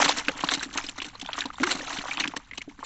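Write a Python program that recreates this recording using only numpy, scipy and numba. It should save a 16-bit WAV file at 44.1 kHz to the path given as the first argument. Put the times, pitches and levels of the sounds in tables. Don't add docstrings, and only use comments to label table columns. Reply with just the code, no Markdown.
import sys
import numpy as np
from scipy import signal
from scipy.fft import rfft, irfft
from scipy.io import wavfile
from scipy.ndimage import uniform_filter1d
from numba import njit

SR = 44100
rng = np.random.default_rng(int(sys.argv[2]) if len(sys.argv) > 2 else 0)


def ratio_of_db(decibels):
    return 10 ** (np.asarray(decibels, float) / 20)


def generate_wav(sig):
    pcm = np.round(np.clip(np.atleast_2d(sig).T, -1, 1) * 32767).astype(np.int16)
    wavfile.write(sys.argv[1], SR, pcm)


N = 125685
TOP_HZ = 8245
TUB_HZ = 280


def colour(hz, table):
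    table_hz, table_db = np.array(table).T
    return np.interp(np.log(np.maximum(hz, 1)), np.log(table_hz), table_db)


def noise(table, scatter_db=0):
    x = rng.standard_normal(N) * ratio_of_db(scatter_db * rng.exponential(size=N).clip(0, 7))
    x = irfft(rfft(x) * ratio_of_db(colour(np.fft.rfftfreq(N, 1 / SR), table)), N)
    return x / np.std(x)


def walk(rate):
    hold = int(SR / rate)
    steps = np.repeat(rng.standard_normal(N // hold + 1), hold)
    return 1.1 * uniform_filter1d(uniform_filter1d(steps, hold), hold)[:N]


def patches(x, depth_db, rate):
    edges = 300 * 2 ** np.arange(0, 5.5, 0.5)
    total = np.zeros(N)
    for band in zip(edges, edges[1:]):
        sos = signal.butter(2, band, "bandpass", fs=SR, output="sos")
        total += ratio_of_db(depth_db * walk(rate)) * signal.sosfilt(sos, x)
    return total


@njit
def rings(out, start, hz, t60, size, rise, rise_s):
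    y = np.zeros(out)
    for k in range(len(start)):
        i0, phase = int(start[k] * SR), 0.
        for j in range(max(min(int(t60[k] * SR), out - i0), 0)):
            t = j / SR
            phase += 2 * np.pi * hz[k] * (1 + rise[k] * (1 - np.exp(-t / rise_s[k]))) / SR
            decay = np.exp(-np.log(1000) * t / t60[k])
            attack = min(j * hz[k] / SR, 1.)
            y[i0 + j] += size[k] * np.sin(phase) * decay * attack
    return y


def slaps(table, cycles, spread, crowd_db, rise, count):
    s, db, hz = np.array(table).T[:, :, None] * np.ones(count)
    late, off, small = np.moveaxis(rng.random((len(table), count, 3)), 2, 0)
    main = np.arange(count) == 0
    hz = np.clip(hz * np.where(main, 1, np.exp(spread * (2 * off - 0.7) * small)), 300, TOP_HZ)
    s = s - np.where(main, 0, 0.0045 * np.log(1 - late))
    t60 = (cycles / hz * np.where(main, 1, 0.45)).ravel()
    db = db + np.where(main, 0, crowd_db - 12 * small - 500 * (s - s[:, :1]))
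    return rings(N, s.ravel().clip(0), hz.ravel(), t60, ratio_of_db(db).ravel(), rise + 0 * t60, t60)


def tub_resonance(x, width_hz):
    return signal.lfilter(*signal.iirpeak(TUB_HZ, TUB_HZ / width_hz, fs=SR), x)


# f/Hz, level/dB
OPEN_AIR = [(20, 1), (270, -7), (600, -41.5), (1500, -18.5), (4000, -26.5), (5500, -37), (7200, -25.5),
            (8400, -33.5)]


def wind():
    fade_db = np.interp(np.arange(N) / SR, (2, 2.8), (0, -7.5))
    gusts = ratio_of_db(-55 + fade_db + 1.8 * walk(2.8))
    rumble = gusts * noise([(25, -0.5), (60, -6.5), (160, -12.5), (400, -42.5)])
    return rumble + ratio_of_db(-57 + 0.5 * fade_db + 0.5 * walk(15.0)) * noise(OPEN_AIR)


# t/s, level/dB
STIR = [(0, -18.5), (0.202, -33.5), (0.337, -44), (.38, -36.5), (.53, -35), (.7, -41), (0.778, -35.5),
        (.94, -48.5), (1.05, -43), (1.13, -51), (1.4, -39), (1.54, -49.5), (1.698, -32), (1.87, -36),
        (2.0, -34.5), (2.239, -35.5), (2.441, -56), (2.85, -55.5)]


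def stirring():
    return np.interp(np.arange(N) / SR, *np.array(STIR).T)


# f/Hz, level/dB
WATER = [(300, -24), (600, -21.5), (820, -6.5), (1600, -5), (4300, -8.5), (4800, -15), (7400, -4),
         (8400, -18.5)]


def patter(stir_db):
    drops_per_s, drop_cycles, drop_scatter_db = 2600, 12, 2.4
    count = int(drops_per_s * N / SR / 3)
    s, pick, big = rng.random((count, 3, 1)).transpose(1, 0, 2)
    late, off, long = rng.random((count, 3, 3)).transpose(2, 0, 1)
    s = (s * N / SR + 0.005 * late).ravel()
    hz = ((500 + 7000 * pick ** 1.8) * np.exp(off - 0.5)).ravel()
    uneven_db = (-drop_scatter_db * np.log(1 - 0.96 * big) - 8 * late).ravel()
    db = colour(hz, WATER) + 5 * np.log10(hz / 1000) + uneven_db
    t60 = drop_cycles * (0.5 + 2 * long.ravel() ** 2) / hz
    drops = rings(N, s, hz, t60, ratio_of_db(db), 0.15 + 0 * s, t60)
    fizz = patches(noise(WATER, scatter_db=4), depth_db=2.6, rate=70)
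    return ratio_of_db(stir_db + 4.1 * walk(90)) * (ratio_of_db(-4.5) * drops / np.std(drops) + ratio_of_db(-4) * fizz)


def hum(stir_db):
    x = tub_resonance(rng.standard_normal(N), width_hz=25)
    return ratio_of_db(stir_db - 16.5 + 3.3 * walk(25)) * x / np.std(x)


# t/s, peak level/dB, f/Hz
FLICKS = [(0.001, -9, 910), (0.023, -10, 1680), (0.048, -24, 3000), (0.058, -10.5, 1130),
          (0.122, -12, 3200), (0.185, -10, 3660), (0.249, -18.5, 2800), (0.518, -10, 1500),
          (0.551, -13, 4170), (0.629, -15, 1670), (1.045, -20.5, 2980), (1.261, -19.5, 3200),
          (1.273, -36, 1060), (1.353, -24.5, 1150), (1.42, -16, 1680), (1.6, -21.5, 1980),
          (1.987, -13.5, 2860), (2.011, -19, 1530), (2.039, -21.5, 835), (2.055, -19, 905),
          (2.206, -8, 2340), (2.255, -14.5, 1670), (2.4, -33.5, 1240), (2.697, -34, 2100),
          (2.791, -29, 1340)]


def flicks():
    return slaps(FLICKS, cycles=10.5, spread=0.99, crowd_db=3, rise=0.12, count=16)


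# t/s, peak level/dB
KNOCKS = [(0.01, -26), (0.057, -24), (0.088, -29), (0.174, -30), (0.282, -21), (0.354, -35), (0.406, -45),
          (0.437, -20), (0.519, -26), (0.541, -28), (0.573, -28.5), (0.622, -37), (0.659, -30),
          (0.688, -40.5), (0.755, -31.5), (0.842, -34), (0.884, -36), (0.984, -33), (1.056, -40),
          (1.069, -37), (1.227, -32), (1.288, -47), (1.381, -38), (1.423, -37), (1.454, -23.5),
          (1.603, -15), (1.673, -23), (1.749, -25.5), (1.79, -32), (1.813, -33), (1.941, -38.5),
          (1.985, -30), (2.086, -37.5), (2.149, -45), (2.174, -32), (2.204, -31.5), (2.23, -32),
          (2.253, -28.5), (2.278, -26), (2.336, -40), (2.366, -30), (2.521, -45), (2.581, -37.5),
          (2.678, -27.5), (2.709, -42.5), (2.787, -36.5)]


def knocks():
    s, db = np.array(KNOCKS).T
    s = s - 0.002
    hz = TUB_HZ * (1 + 0.036 * rng.standard_normal(len(s)))
    boom = rings(N, s, hz, 0.054 + 0 * s, ratio_of_db(db), 0 * s, 1 + 0 * s)
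    boom = ratio_of_db(2) * tub_resonance(boom, width_hz=122)
    late, pick = rng.random((len(s), 8, 2)).T
    hz = (150 * 4.5 ** pick).ravel()
    start = (s + 0.0292 * late ** 2).ravel()
    size = ratio_of_db(db - 7.5 - 7 * late).ravel()
    thuds = rings(N, start, hz, 9 / hz, size, 0.16 + 0 * hz, 9 / hz)
    return boom + thuds


# t/s, peak level/dB, length/s
SPRAY = [(0.0144, -15.5, 0.0073), (0.0378, -6.5, 0.011), (0.0853, -10, 0.0091), (0.165, -15.5, 0.017),
         (0.2828, -21, 0.0049), (0.406, -23, 0.0059), (0.4414, -17.5, 0.0047), (0.5038, -14, 0.019),
         (0.5362, -11, 0.0054), (0.594, -28, 0.013), (0.6254, -19, 0.011), (0.739, -25.5, 0.0057),
         (0.7746, -15.5, 0.0054), (0.84, -23.5, 0.0053), (0.8654, -25.5, 0.0039), (0.8859, -21, 0.0067),
         (0.9812, -20.5, 0.0043), (1.0186, -18, 0.0051), (1.044, -27, 0.0082), (1.065, -29.5, 0.003),
         (1.0849, -27.5, 0.005), (1.197, -28, 0.0056), (1.2161, -24, 0.0044), (1.3867, -18.5, 0.0057),
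         (1.456, -24, .004), (1.541, -35, 0.0041), (1.583, -31, 0.0043), (1.6, -31, 0.0018),
         (1.6327, -11.5, 0.0054), (1.617, -28.5, 0.0059), (1.668, -25, 0.0044), (1.709, -13, 0.0081),
         (1.724, -23.5, 0.0028), (1.9265, -23, 0.02), (2.084, -33.5, .003), (2.198, -15, 0.0082),
         (2.2777, -20, 0.0035), (2.3652, -16, 0.005), (2.5344, -34.5, 0.013), (2.5787, -22.5, 0.0056),
         (2.616, -27, 0.0046), (2.692, -43.5, 0.01), (2.79, -41.5, 0.019), (2.8344, -29.5, 0.018)]
# t/s, peak level/dB, length/s
POUR = (1.66, -21.5, 0.047)


def spray():
    t, env = np.arange(N) / SR, np.zeros(N)
    for s, db, length in [*SPRAY, POUR]:
        u = np.clip(t - s + 0.0021, 0, None) / max(length, 0.001)
        env = env + ratio_of_db(db) * u * np.exp(1 - 1.153 * u ** 1.08)
    flutter = ratio_of_db(3.7 * walk(400) - 1.5)
    hiss = flutter * noise([(500, -9.5), (4200, -3), (5000, -11.5), (7200, -5)], scatter_db=2.0)
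    return env * patches(hiss, depth_db=1.8, rate=110)


# t/s, peak level/dB, f/Hz
PLOPS = [(0.08, -15.5, 1170), (0.093, -11, 865), (0.283, -7, 1517), (0.437, -14, 950), (0.489, -12, 1580),
         (0.609, -28.5, 1380), (0.757, -23, 870), (0.784, -14, 1300), (0.984, -22.5, 1370),
         (1.151, -28.5, 1070), (1.289, -17, 1006), (1.38, -16, 1147), (1.455, -22.5, 940),
         (1.502, -23, 1180), (1.583, -23.5, 1350), (1.633, -10, 1450), (1.638, -9.5, 1406),
         (1.672, -12.5, 1340), (2.083, -25, 1320), (2.179, -20, 1030), (2.242, -12.5, 1620),
         (2.337, -23, 986), (2.366, -20, 1745), (2.828, -22.5, 1050)]
# t/s, peak level/dB, f/Hz
SLOSH = (.29, -19.5, 515)


def plops():
    return slaps([*PLOPS, SLOSH], cycles=15.2, spread=1.65, crowd_db=2.0, rise=0.083, count=12)


# t/s, peak level/dB, f/Hz
TICKS = [(0.0924, -5.5, 4050), (0.2838, -8.5, 2490), (0.408, -21, 3070), (0.4417, -17.5, 4160),
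         (0.4878, -10.5, 3480), (0.5375, -9.5, 3910), (0.7741, -18, 2250), (0.8415, -24, 2840),
         (0.8879, -21, 2930), (1.0018, -21.5, 2660), (1.0193, -18, 2940), (1.1982, -30, 3050),
         (1.2135, -19.5, 3310), (1.331, -16.5, 3230), (1.4069, -13, 3740), (1.4568, -20.5, 3900),
         (1.637, -13.5, 2080), (1.7175, -13, 4200), (2.1724, -17, 2560), (2.2385, -13, 2420),
         (2.2757, -15.5, 3110), (2.364, -24.5, 2000), (2.5117, -26, 2110), (2.5337, -27, 2080),
         (2.575, -27.5, 3130), (2.6158, -24.5, 2170)]


def ticks():
    return slaps(TICKS, cycles=25.2, spread=0.92, crowd_db=-0.5, rise=0.077, count=14)


# t/s, peak level/dB
THUMPS = [
    (0.283, -37),
    (0.438, -28),
    (.756, -35),
    (1.455, -29),
    (1.6, -33),
    (1.716, -39),
    (1.985, -22.5),
    (2.257, -27),
    (2.367, -37),
    (2.52, -39),
]


def thumps():
    s, db = np.array(THUMPS).T.copy()
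    t60 = 0.028 + 0 * s
    return rings(N, s, 179 + 0 * s, t60, ratio_of_db(db), 0.39 + 0 * s, t60)


# t/s, peak level/dB, f/Hz
BLIPS = [(0.303, -32, 480), (0.316, -35, 450), (0.389, -33, 3000), (0.39, -31, 520), (0.595, -24.5, 3930),
         (0.611, -23.5, 1520), (0.738, -36, 3140), (0.775, -22, 6400), (0.82, -37, 5260),
         (0.866, -27.5, 4990), (1.056, -36, 800), (1.132, -47, 850), (1.154, -33, 4100), (1.228, -32, 770),
         (1.247, -34, 3100), (1.257, -33, 763), (1.274, -32, 3500), (1.442, -34.5, 2790),
         (1.542, -34.5, 980), (1.556, -36, 3610), (1.618, -35, 3120), (1.713, -22, 1290),
         (1.803, -27.5, 554), (1.828, -29, 526), (1.81, -25.5, 1800), (1.906, -28, 1550),
         (2.016, -31, 4120), (2.112, -20.5, 2295), (2.115, -19.5, 2310), (2.123, -24, 2400),
         (2.155, -34.5, 3030), (2.188, -28, 3330), (2.228, -27.5, 2600), (2.478, -50, 1050),
         (2.548, -41, 1070), (2.581, -32.5, 1160), (2.608, -35, 2170), (2.713, -40, 900), (2.806, -36, 905)]


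def blips():
    cycles = 0.023 * np.array(BLIPS)[:, 2:]
    return slaps(BLIPS, cycles=cycles, spread=0.34, crowd_db=-6, rise=0.049, count=3)


# t/s, peak level/dB, start f/Hz, ring t60/s
GULPS = [
    (1.62, -21, 207, 0.21),
    (1.684, -33, 270, 0.17),
]


def gulps():
    s, db, hz, t60 = np.array(GULPS).T.copy()
    return rings(N, s, hz, t60, ratio_of_db(db), 372.6 / hz - 1, 0.012 + 0 * s) * ratio_of_db(2.2 * walk(60))


def scene():
    stir_db = stirring()
    water = plops() + ticks() + flicks() + blips() + spray() + patter(stir_db)
    tub = knocks() + thumps() + hum(stir_db) + gulps()
    return (water + tub + wind())[None]


def roll_off(x):
    return signal.sosfilt(signal.butter(12, 8810, fs=SR, output="sos"), x)


def record(dry):
    sos = signal.cheby2(12, 75, 1.1097 * TOP_HZ, fs=SR, output="sos")
    mix = signal.sosfilt(sos, dry)
    return roll_off(mix)


dry = scene()
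out = record(dry)
generate_wav(out)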